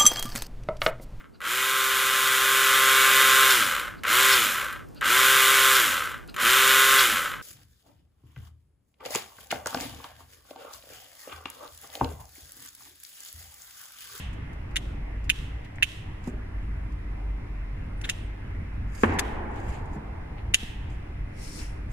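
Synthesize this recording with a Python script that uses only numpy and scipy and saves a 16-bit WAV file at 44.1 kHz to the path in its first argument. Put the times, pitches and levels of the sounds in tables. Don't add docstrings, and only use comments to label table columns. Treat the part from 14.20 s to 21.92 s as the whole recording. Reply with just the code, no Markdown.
import sys
import numpy as np
from scipy import signal
from scipy.fft import irfft
from scipy.io import wavfile
from scipy.ndimage import uniform_filter1d

SR = 44100
rng = np.random.default_rng(int(sys.argv[2]) if len(sys.argv) > 2 else 0)


def rack_gain(trim_db):
    fader = np.asarray(trim_db, float)
    return 10 ** (fader / 20)


def output_pcm(signal):
    pcm = np.clip(np.atleast_2d(signal).T, -1, 1) * 32767
    wavfile.write(sys.argv[1], SR, np.round(pcm).astype(np.int16))


N = 340535
LEAD = 8820

# t/s, low, middle and high ring level/dB
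JAW_BLOWS = [(0.5586, -21.0, -23.0, -26.0), (0.5626, -26.0, -24.0, -26.0), (0.565, -21.0, -17.0, -19.0),
             (0.5664, -20.0, -31.0, -19.0), (0.5675, -28.0, -29.0, -31.0), (0.5696, -29.0, -18.0, -21.0),
             (1.0942, -18.0, -29.0, -22.0), (1.0975, -20.0, -22.0, -20.0), (1.0994, -14.0, -5.0, -16.0),
             (1.1016, -23.0, -22.0, -27.0), (1.1035, -22.0, -11.0, -21.0), (1.1055, -32.0, -24.0, -26.0),
             (1.1074, -31.0, -23.0, -36.0), (1.584, -29.0, -44.0, -60.0), (1.6247, -15.0, -12.0, -23.0),
             (1.6258, -16.0, -24.0, -36.0), (1.6288, -15.0, -4.0, -14.0), (1.6303, -20.0, -18.0, -17.0),
             (1.6321, -23.0, -29.0, -41.0), (1.6331, -25.0, -12.0, -24.0), (1.6358, -34.0, -12.0, -33.0),
             (1.6387, -27.0, -21.0, -30.0), (1.6421, -36.0, -21.0, -29.0), (3.8115, -45.0, -48.0, -52.0),
             (3.8149, -39.0, -39.0, -50.0), (3.8385, -38.0, -39.0, -38.0), (3.8418, -33.0, -32.0, -30.0),
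             (3.8457, -34.0, -32.0, -27.0), (3.8481, -28.0, -46.0, -32.0), (3.85, -34.0, -34.0, -36.0),
             (3.8522, -30.0, -34.0, -35.0), (3.8549, -30.0, -35.0, -37.0), (3.891, -21.0, -32.0, -29.0),
             (3.892, -21.0, -34.0, -31.0), (3.8955, -65.0, -24.0, -27.0), (3.8966, -26.0, -23.0, -26.0),
             (3.8981, -26.0, -19.0, -21.0), (3.9021, -31.0, -22.0, -27.0), (4.9872, -17.0, -23.0, -29.0),
             (4.9906, -17.0, -27.0, -23.0), (4.9923, -17.0, -51.0, -23.0), (4.9946, -19.0, -25.0, -25.0),
             (4.9988, -21.0, -30.0, -37.0), (6.3386, -21.0, -17.0, -25.0), (6.34, -20.0, -25.0, -28.0),
             (6.3433, -14.0, -4.0, -15.0), (6.3449, -19.0, -29.0, -15.0), (6.3468, -20.0, -9.0, -20.0),
             (6.3493, -22.0, -16.0, -18.0), (6.3535, -26.0, -19.0, -25.0)]
# t/s, low ring f/Hz, middle ring f/Hz, its left-right level/dB
GRIPS = [
    (.565, 1930, 2980, -5),
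    (1.099, 1900, 2760, -12),
    (1.585, 1910, 2700, -7),
    (1.629, 1920, 2700, -15),
    (3.846, 1650, 2680, -4),
    (3.897, 1700, 2750, -7),
    (4.991, 1740, 2720, -2),
    (6.344, 1980, 2830, -5),
]
RING_DB = (1.9, 2.4, 1)
RING_SWELL_S = (.0006, .0008, .0007)
PORT_LAGS = (3, 5, 3)
HIGH_RING_HZ = 3585
LOW_PAN_DB, HIGH_PAN_DB = 4.5, 1.5
JAWS_FROM_HZ = 1480
JAW_SCATTER_DB, CRACK_SCATTER_DB = -31, -29
# lag t/s, level/dB
FRAME_ECHOES = [(.013, -24), (.017, -35.5)]

# t/s, lower, upper and top ring level/dB
CRACKS = [(0.5583, -31, -39, -50.0), (0.562, -34.0, -39.0, -46.0), (0.5637, -35, -35, -47.0),
          (0.5654, -28, -32, -40.0), (0.5672, -30, -34.0, -48.0), (0.5693, -38, -38, -47.0),
          (0.5713, -42.0, -45, -49.0), (1.095, -28, -39.0, -45.0), (1.097, -24.5, -34.0, -30),
          (1.1001, -27.0, -25, -40.0), (1.1018, -33.0, -38.0, -42.0), (1.1037, -29.0, -33, -41.0),
          (1.1056, -36.0, -37.0, -47.0), (1.625, -34, -36, -46.0), (1.627, -33, -38.0, -43.0),
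          (1.629, -26, -31, -28), (1.6304, -33.0, -35.0, -41.0), (1.633, -30.0, -26, -39.0),
          (1.6366, -39.0, -38.0, -45.0), (1.6386, -36, -42.0, -54.0), (1.641, -37, -43.0, -55.0),
          (3.814, -41.5, -52, -60), (3.818, -49.0, -47, -68.0), (3.8388, -55.0, -62.0, -75.0),
          (3.8405, -59.0, -62.0, -71.0), (3.8435, -44, -55.0, -65.0), (3.8469, -44, -50, -67.0),
          (3.8492, -48, -53.0, -64.0), (3.8514, -44, -50, -59.0), (3.8541, -48, -50, -64.0),
          (3.8568, -48, -53, -64.0), (3.892, -32, -40.0, -61.0), (3.8957, -25, -35, -47.0),
          (3.8982, -25, -33, -44.0), (3.8998, -33, -41, -49.0), (3.902, -38.0, -37, -48.0),
          (3.9046, -48, -48.0, -54.0), (4.9871, -33, -38, -48.0), (4.99, -25, -34.0, -44.0),
          (4.9925, -28, -27, -36.0), (4.9943, -28, -34.0, -46.0), (4.9958, -37, -37, -43.0),
          (4.9992, -40.0, -41.0, -55.0), (6.339, -34, -33, -42), (6.3415, -37, -37, -43),
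          (6.3432, -11.5, -18, -34), (6.345, -28, -33, -48.0), (6.3475, -26, -23, -36.0),
          (6.3489, -28.0, -31.0, -42.0), (6.3521, -31.0, -35.0, -43.0)]
# f/Hz, width f/Hz
EDGE_RINGS = [(6900, 1650), (10100, 2700), (13300, 1800)]
# f/Hz, level/dB
STEEL = [(300, -40), (900, -32), (1400, -28), (2000, -14), (4000, 11), (5000, -6.5), (7000, -15),
         (8300, -20), (10000, -8), (13000, -29.5), (15000, -34), (16300, -63.5)]
# f/Hz, level/dB
EDGE_TREBLE = [(3000, -21), (4600, -6), (14200, -9.0), (15000, -9)]
# f/Hz, left-right level/dB
PORTS = [(60, -5), (110, -2), (200, -7), (380, 9), (700, 1), (1290, 0.5), (2380, -6), (4400, 7.5),
         (8120, 0), (15000, -6)]
EDGE_SHARPNESS, CRACK_T60 = 1.5, 0.014

# f/Hz, level/dB
DROP = [(71, -49), (120, -10), (230, 6), (400, -3), (600, -8.5), (1130, -5.5), (1280, -12.5), (1800, -9),
        (2050, -21), (2200, -11), (2500, -17.5), (3920, -37.5), (9000, -74), (11700, -76), (19800, -120)]
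DROP_S, DROP_DB = 4.8348, -4
# level/dB, f/Hz, decay t60/s, rise t/s
BOOMS = [
    (-11, 86, 0.426, 0.059),
    (-15, 240, 0.059, 0.0012),
    (-11.5, 400, 0.031, 0.0012),
]
# t/s, level/dB, body f/Hz, decay
# t60/s (negative: growth)
REBOUND = (5, -46, 807.5, -1.5)
# t/s, peak level/dB, body f/Hz, decay t60/s
KNOCKS = [
    (2.068, -25.5, 240.3, 0.099),
    (2.085, -36.5, 391, 0.084),
    (2.13, -38.5, 402, .15),
    (5.754, -29, 210, 0.15),
    (6.423, -28, 221, 0.063),
    (6.897, -41, 378, 0.031),
]
PARTIALS = [(.68, 0.49), (1, 1), (1.5, 0.36), (2.05, 0.29), (3.1, 0.22), (3.9, 0.22)]

# t/s,
# peak level/dB, centre f/Hz, decay t60/s, left-right level/dB
TICKS = [(0.1294, -55, 7460, 0.082, -5), (0.3294, -59, 10700, 0.06, -3), (0.5094, -59, 4550, 0.06, 8),
         (1.04, -54, 5330, 0.097, 2), (1.445, -54.5, 5520, 0.066, -1), (1.556, -52, 7310, 0.06, 1),
         (2.038, -52, 4880, 0.081, 3), (2.0727, -45.5, 7500, 0.062, -7), (4.993, -16, 4680, 0.027, 8),
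         (5.655, -59, 7500, .06, -2), (2.7194, -58, 4750, 0.06, -1.5), (4.84, -44, 7000, 0.06, -4),
         (4.749, -45, 7240, 0.06, -10), (5.358, -55, 6160, 0.06, -6), (5.4, -54, 6500, 0.06, -10),
         (6.6972, -59, 4920, 0.06, 0),
         (7.249, -49, 5500, .04, .1),
    (7.388, -45, 3500, .04, .1),
    (0.33, -58, 3700, .05, .1),
]
# start t/s, length t/s, highest after t/s, highest f/Hz, sag [Hz per s squared]
SQUEAKS = [
    (3.764, .088, .042, 9200, 300000),
    (3.905, .055, .025, 8700, -90000),
    (3.955, .125, .045, 9000, 125000),
]
SQUEAK_DB = -70

# strongest t/s, rise t/s, fall t/s, level/dB
SLIDES = [
    (2.08, 0.07, 0.056, -56),
    (4.835, 0.14, 0.066, -45),
    (4.938, 0.098, 0.04, -52),
    (5.39, 0.13, .09, -62),
    (5.5, 0.088, 0.15, -53.5),
    (5.752, 0.079, 0.039, -61),
    (2.43, .01, .03, -68),
    (6.704, 0.02, 0.1, -63),
    (7.715, 0.033, 0.07, -57.5),
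]
SLEEVE = [
    (7.25, 0.11, 0.13, -47),
    (7.39, 0.13, 0.12, -44.5),
    (7.5, .1, 0.16, -63),
]
CREEPS = [
    (1.454, 0.023, 0.027, -50.5),
    (5.372, 0.042, 0.082, -52.5),
    (5.545, 0.17, 0.12, -49.5),
    (6.185, 0.022, 0.058, -51),
    (7.27, 0.24, 0.26, -53.5),
    (7.395, 0.03, 0.21, -49),
]
STROKE_DEPTH_DB = 24
# f/Hz, level/dB
WIRE = [(2650, 2), (4500, -10), (4760, 4.5), (5620, -6), (6670, 4.5), (10100, -7), (11000, -4.5),
        (14300, -20.5), (15500, -49)]
# f/Hz, level/dB
CLOTH = [(2600, -35), (3500, -13), (4700, -5.5), (5050, -5), (5500, 0), (5950, -6), (6300, -8), (7500, -8),
         (8400, -9), (9500, -5.5), (10300, -11), (11300, -18.5), (14900, -21), (15200, -45)]
# f/Hz, level/dB
MESH = [(1000, -31), (1500, -3.5), (2200, 0), (2900, -4), (3600, -12), (4300, -14.5), (6000, -36)]
# f/Hz, left-right level/dB
WIRE_SIDE = [(2000, 0), (3700, 3), (5500, -5), (13000, -5)]
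# f/Hz, left-right level/dB
CLOTH_SIDE = [(2000, 0), (3700, 4), (10000, 4), (13000, -3)]

# f/Hz, level/dB
SNIP_AFAR = [(900, -28.5), (1500, -8.5), (1900, -2.5), (2380, -8), (2550, -1), (3700, -3.5), (4250, -12),
             (7000, -16.5), (11000, -22), (15000, -32), (16300, -58)]
# f/Hz, level/dB
DROP_AFAR = [(60, -3.5), (120, -3), (250, 2), (400, -1.5), (580, -10), (800, -3.5), (1000, -4.5),
             (1250, -12.5), (1650, -8), (2100, -11), (2600, -17), (3500, -30), (6000, -44), (12000, -61)]
SENT_DB = (-24.5, -15, -44, -13.5, -21, -27, -20.5, -10.5)
# t/s before the start, level/dB
EARLIER_SNIP = (0.12, -12.5)
# f/Hz, decay t60/s
HALL = [(100, 2.5), (300, 3.74), (800, 5.05), (2000, 2.2), (3500, 1.07), (7000, 1.05), (14000, 0.78)]
# lag t/s, level/dB
WALLS = [(.044, -16), (.061, -15.5), (.09, -15)]
# f/Hz, level/dB
NEAR_WALLS = [(300, 0.33), (1500, 0.47), (3000, 1.6), (9000, 9.93)]

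# f/Hz, level/dB
DRONE = [(12, -44), (20, -9.5), (34, -10.5), (54, -9), (98, -13), (172, -24), (237, -26.5), (269, -26.5),
         (300, -29), (461, -32.5), (524, -34.5), (1290, -39), (1470, -39.5), (2030, -38), (2600, -44),
         (3400, -56), (4420, -71), (7480, -120)]
# f/Hz, correlation
DRONE_LIKENESS = [(60, 1.0), (120, 0.97), (240, 0.96), (480, -0.42), (950, 0.1), (1890, 0.027),
                  (3770, -0.53), (7520, -0.22), (15000, -1.4)]
# f/Hz, left-right level/dB
DRONE_SIDES = [(60, 0), (150, 0), (380, -1.5), (950, -2.5), (2380, 0), (5980, -3.5), (15000, 1)]
# t/s, level/dB
DRONE_SWELL = [(0, 1), (1, 1), (1.5, -0.5), (4.4, 0.5), (4.9, 1.5), (5.5, 2), (6, -0.4), (7.72, 0.06)]
# f/Hz, width f/Hz, level/dB
TONES = [
    (100.9, 6.07, -48.5),
    (204.2, 5.85, -60),
    (300.2, 5.72, -59),
    (2068, 30, -67),
    (5240, 4.2, -89.5),
    (10720, 20.4, -84.5),
]
# strongest t/s, half length t/s, level/dB
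THROBS = [(.13, 0.11, -31), (0.386, 0.07, -30), (0.64, 0.19, -30.5), (0.92, 0.31, -29),
          (1.313, 0.18, -31.5), (2.171, 0.086, -29.5), (2.374, 0.053, -28), (2.56, 0.16, -28),
          (2.757, 0.099, -27.5), (2.901, 0.065, -26.5), (3.094, 0.15, -24.5), (3.414, 0.24, -29),
          (3.768, 0.12, -29), (4.058, 0.084, -33.5), (4.423, 0.61, -34.5), (4.68, 0.084, -32),
          (4.887, 0.11, -37), (5.055, 0.06, -28), (5.258, 0.099, -37), (5.505, 0.067, -27),
          (5.89, 0.064, -33), (6.268, 0.066, -30.5), (6.514, 0.17, -32.5), (6.781, 0.021, -26),
          (6.985, 0.082, -28.5), (7.453, 0.11, -32.5), (7.627, 0.096, -33)]
DRONE_DB, THROB_BEND = -44, 2.4
MOTOR_HZ, MOTOR_WAVER = 49.96, 0.0555
# f/Hz, level/dB
MIC_HISS = [(2000, -40), (3400, 3.5), (4400, 0), (5320, -0.5), (5970, -4), (8260, -8.5), (10600, -9.5),
            (11100, -11.5), (15900, -15.5)]
# f/Hz, correlation
MIC_HISS_LIKENESS = [(3500, -0.47), (6500, -0.38), (9000, -0.13)]
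MIC_HISS_DB = -72.5
PAIR_HZ = 384
EDGE_HZ = 15600


def evened(x):
    return x / np.sqrt(np.mean(x ** 2) + 1e-20)


def read(points, hz):
    f, value = np.transpose(points)
    return np.interp(np.log(hz + 1), np.log(f + 1), value)


def add(mix, s, sound):
    part = mix[:, LEAD + round(s * SR):][:, :sound.shape[-1]]
    part += sound[..., :part.shape[1]]


def causal(db):
    log_gain = np.log(rack_gain(np.maximum(db, -100)))
    circle = np.concatenate([log_gain, log_gain[..., -2:0:-1]], -1)
    response = np.exp(np.conj(signal.hilbert(circle)))
    return irfft(response[..., :db.shape[-1]])


def bump(hz, centre_hz, width_hz):
    return -10 * np.log10(1 + (2 * (hz - centre_hz) / width_hz) ** 2)


def leaning(db):
    return np.multiply.outer([.5, -.5], db)


def panned(pan_db):
    return rack_gain(leaning([pan_db]))


def slow(rate_hz):
    t = np.arange(N) / SR
    rates = np.geomspace(.2, rate_hz, num=16)
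    return evened(sum(np.sin(2 * np.pi * (f * t + rng.random())) / np.sqrt(f) for f in rates))


def patches(hz, t, size):
    field = rng.standard_normal((len(t), len(hz))).T
    field = uniform_filter1d(field, size=size, axis=0)
    return evened(uniform_filter1d(field, size=8, axis=1))


def hiss(field_db, same, size):
    hz = np.fft.rfftfreq(size, 1 / SR)[:, None]
    t = np.arange(4 * N // size + 5) * size / 4 / SR
    a, b, c, d = rng.standard_normal((len(t), len(hz), 4)).T
    likeness = np.clip(same(hz), -1, 1)
    left = a + 1j * b
    right = likeness * left + np.sqrt(1 - likeness ** 2) * (c + 1j * d)
    z = np.array([left, right]) * rack_gain(field_db(hz, t))
    return signal.istft(z, nperseg=size, noverlap=3 * size // 4)[1][:, :N]


def arched(strokes, bend):
    t = np.arange(N) / SR
    gain = 0
    for s, rise, fall, db in strokes:
        distance = np.maximum((s - t) / rise, (t - s) / fall)
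        gain = gain + rack_gain(db - STROKE_DEPTH_DB * distance ** bend)
    return gain


def scattered(sound, spread_db):
    t = np.arange(1500) / SR
    envelope = rack_gain(spread_db - 60 * t / 0.06) * np.minimum(t / 0.0019, 1) ** 2
    paths = rng.standard_normal((2, len(t))) * envelope
    for lag, echo_db in FRAME_ECHOES:
        at = round(lag * SR) + rng.integers(0, 20, size=2)
        paths[[0, 1], at] += rack_gain(echo_db) * rng.choice([-1, 1], size=2)
    paths[:, 0] += 1
    return signal.fftconvolve(paths, sound, axes=1)


def snip(s, low_db, middle_db, high_db):
    t = np.arange(400) / SR
    _, low_hz, middle_hz, middle_pan_db = min(GRIPS, key=lambda grip: abs(grip[0] - s))
    levels_db = np.add((low_db, middle_db, high_db), RING_DB)
    rings_hz = (low_hz, middle_hz, HIGH_RING_HZ)
    pans_db = (LOW_PAN_DB, middle_pan_db, HIGH_PAN_DB)
    jaws = 0
    for db, f, pan_db, rise, lag in zip(levels_db, rings_hz, pans_db, RING_SWELL_S, PORT_LAGS):
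        heard = np.maximum(t - np.array([[lag], [0]]) / SR, 0)
        envelope = (heard / rise * np.exp(1 - heard / rise)) ** 2
        jaws = jaws + rack_gain(db) * evened(panned(pan_db)) * envelope * np.sin(2 * np.pi * f * heard)
    jaws = signal.lfilter(*signal.butter(4, JAWS_FROM_HZ, "high", fs=SR), jaws)
    return s, scattered(jaws, spread_db=JAW_SCATTER_DB)


def edges():
    hz = np.fft.rfftfreq(512, 1 / SR)
    ports = 0.46 * read(STEEL, hz) + read(EDGE_TREBLE, hz) + leaning(read(PORTS, hz))
    return [causal(ports + EDGE_SHARPNESS * bump(hz, f, width)) for f, width in EDGE_RINGS]


def crack(rings, s, *levels_db):
    t = np.arange(300) / SR
    envelope = np.minimum(t / 0.00035, 1) * rack_gain(-60 * t / CRACK_T60)
    bursts = rng.standard_normal((len(rings), 2, len(t))) * envelope
    bursts[:, 1] += np.array([[-.6], [.3], [.1]]) * bursts[:, 0]
    fizz = 0
    for db, ring, burst in zip(levels_db, rings, bursts):
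        part = signal.fftconvolve(ring, burst, axes=1)
        fizz = fizz + rack_gain(db) * part / np.sqrt((part[:, :60] ** 2).mean())
    return s, rack_gain(-3.0) * scattered(fizz, spread_db=CRACK_SCATTER_DB)


def drop():
    hz, t = np.fft.rfftfreq(4096, 1 / SR), np.arange(2600) / SR
    envelope = rack_gain(-17 - 60 * t / 0.11) * np.minimum(t / 0.0028, 1)
    paths = rng.standard_normal((2, len(t))) * envelope
    paths[[0, 1], [0, 24]] += [1.9, 1.3]
    push = causal(read(DROP, hz))
    return DROP_S, rack_gain(DROP_DB) * signal.fftconvolve(paths, push[None], axes=1) / abs(push).max()


def boom(db, hz, t60, rise):
    t = np.arange(SR) / SR
    return DROP_S, rack_gain(db - 60 * t / t60) * np.minimum(t / rise, 1) * np.sin(2 * np.pi * hz * t)


def knock(s, db, body_hz, t60):
    t = np.arange(4000) / SR
    ring = 0
    for ratio, share in PARTIALS:
        ring = ring + share * np.sin(2 * np.pi * ratio * body_hz * t) * rack_gain(-30 * ratio * t / t60)
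    rustle = signal.lfilter(*signal.butter(2, 700, fs=SR), rng.standard_normal((2, len(t))))
    decay = rack_gain(-30 * t / t60)
    sound = (ring + 1.3 * rustle * decay) * decay * np.minimum(t / 0.0099, 1) ** 2
    return s, rack_gain(db + 3.5) * sound / abs(sound).max()


def tick(s, db, centre_hz, t60, pan_db):
    hz, t = np.fft.rfftfreq(512, 1 / SR), np.arange(1800) / SR
    scratch = rng.standard_normal((2, len(t))) * rack_gain(-60 * t / t60) * np.minimum(t / 0.0018, 1)
    wire = causal(0.4 * read(WIRE, hz) + 0.5 * bump(hz, centre_hz, 2300))
    sound = signal.fftconvolve(scratch, wire[None], axes=1)
    return s, rack_gain(db + 5.0) * panned(pan_db) * sound / abs(sound).max()


def squeak(s, length, top_s, top_hz, sag):
    t = np.arange(0, length, 1 / SR)
    tone = np.sin(2 * np.pi * np.cumsum(top_hz - sag * (t - top_s) ** 2) / SR)
    grip_db = 3 * np.sin(2 * np.pi * 47 * (s + t)) * np.sin(2 * np.pi * 19 * (s + t))
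    return s, rack_gain(SQUEAK_DB + grip_db) * tone * signal.windows.tukey(len(t), .25)


def swish(strokes, colour, sides, patchy_db, bend, size=30):
    def field_db(hz, t):
        flicker_db = 0.89 * rng.standard_normal(len(t))
        grains_db = patchy_db * patches(hz, t, size)
        return read(colour, hz) + leaning(read(sides, hz)) + flicker_db + grains_db
    return arched(strokes, bend) * evened(hiss(field_db, lambda hz: 0.026 + 0 * hz, size=256))


def afar(s, db, colour, ring_hz=3000, focus=0):
    hz = np.fft.rfftfreq(4096, 1 / SR)
    ring_db = 20 * np.log10(1 + focus * rack_gain(2 * bump(hz, ring_hz, 920)))
    push = causal(read(colour, hz) + ring_db)
    return s, rack_gain(db) * push / abs(push).max()


def hall(x, size):
    taps = np.zeros((2, size))
    at = np.arange(700, size - 20, 20) + rng.integers(0, 20, (2, (size - 701) // 20))
    np.put_along_axis(taps, at, rng.choice([-1., 1.], at.shape), 1)
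    taps[1] = 0.077 * taps[0] + 1.18 * taps[1]
    hz, t, z = signal.stft(taps, SR, nperseg=512)
    first = 1 + rack_gain(read(NEAR_WALLS, hz)[:, None]) * np.exp(-(t / 0.19) ** 4)
    decay = rack_gain(-60 * t / read(HALL, hz)[:, None])
    tail = signal.istft(z * first * decay, SR, nperseg=512)[1]
    tail *= np.clip(np.arange(tail.shape[1]) / SR / 0.062, 0, 1) ** 0.9
    tail /= np.linalg.norm(tail[0])
    for lag, db in WALLS:
        tail[[0, 1], round(lag * SR) + np.array([0, 9])] += rack_gain(db)
    return signal.fftconvolve(x.mean(0)[None], tail, axes=1)[:, :x.shape[1]]


def drone():
    def field_db(hz, t):
        return read(DRONE, hz) + 1.47 * patches(hz, t, 20) + leaning(read(DRONE_SIDES, hz))
    t = np.arange(N) / SR
    wash = hiss(field_db, lambda hz: read(DRONE_LIKENESS, hz), size=2048)
    band = signal.sosfilt(signal.butter(4, (120, 3000), "band", fs=SR, output="sos"), wash.mean(0))
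    wash = wash * rack_gain(DRONE_DB + np.interp(t, *np.transpose(DRONE_SWELL))) / band.std()
    tones = 0
    for hz, width, db in TONES:
        level = rack_gain(db + 3.5 + 1.2 * slow(8.5))
        tones = tones + level * np.sin(2 * np.pi * np.cumsum(hz + width / 2 * slow(8)) / SR)
    shaft = np.sin(2 * np.pi * np.cumsum(MOTOR_HZ * (1 + MOTOR_WAVER * slow(5.2))) / SR)
    throbs = arched([(s, half, half, db) for s, half, db in THROBS], THROB_BEND)
    return wash + tones + throbs * shaft


def mic_hiss():
    noise = hiss(lambda hz, t: read(MIC_HISS, hz), lambda hz: read(MIC_HISS_LIKENESS, hz), size=512)
    return rack_gain(MIC_HISS_DB + 4.0) * evened(noise)


def scene():
    near, knocks, sent = np.zeros((3, 2, N + LEAD))
    rings = edges()
    for row in JAW_BLOWS:
        add(near, *snip(*row))
    for row in CRACKS:
        add(near, *crack(rings, *row))
    add(near, *drop())
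    for row in BOOMS:
        add(near, *boom(*row))
    add(near, *knock(*REBOUND))
    for row in KNOCKS:
        add(knocks, *knock(*row))
    for row in TICKS:
        add(near, *tick(*row))
    for row in SQUEAKS:
        add(near, *squeak(*row))
    rubbing = swish(SLIDES, WIRE, WIRE_SIDE, patchy_db=2.5, bend=1.58)
    rubbing = rubbing + swish(SLEEVE, CLOTH, CLOTH_SIDE, patchy_db=1.4, bend=1.8, size=7)
    rubbing = rubbing + swish(CREEPS, MESH, CLOTH_SIDE, patchy_db=1.1, bend=1.3)

    add(sent, *afar(-EARLIER_SNIP[0], EARLIER_SNIP[1], SNIP_AFAR, 3070, focus=0.87))
    for (s, _, middle_hz, _), hall_db in zip(GRIPS, SENT_DB):
        add(sent, *afar(s, hall_db, SNIP_AFAR, 1.096 * middle_hz, focus=0.75))
    add(sent, *afar(DROP_S, 2.76, DROP_AFAR))
    far = hall(sent + rack_gain(-8.0) * knocks, size=2 * SR)

    left, right = (near + knocks + far)[:, LEAD:]
    side = signal.lfilter(*signal.butter(2, PAIR_HZ, "high", fs=SR), left - right)
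    events = (left + right + np.array([[1], [-1]]) * side) / 2
    return events + rubbing + drone() + mic_hiss()


def top_cut(x):
    return signal.sosfilt(signal.butter(12, 16430, fs=SR, output="sos"), x)


def record(dry):
    peak_db = 10 * np.log10(uniform_filter1d((dry ** 2).mean(0), size=200) + 1e-12)
    fall = np.arange(N) * 60.0 / SR
    over_db = np.maximum(np.maximum.accumulate(peak_db + fall) - fall + 26, 0)
    late = np.roll(uniform_filter1d(over_db, size=600), 500)
    held = np.tanh(dry / rack_gain(0.27 * late) / 1.169) * 1.104
    low_pass = signal.firwin(191, EDGE_HZ, fs=SR)
    limited = signal.oaconvolve(np.clip(held, -.93, .93), low_pass[None], "same")
    return top_cut(limited)


dry = scene()
out = record(dry)
output_pcm(out)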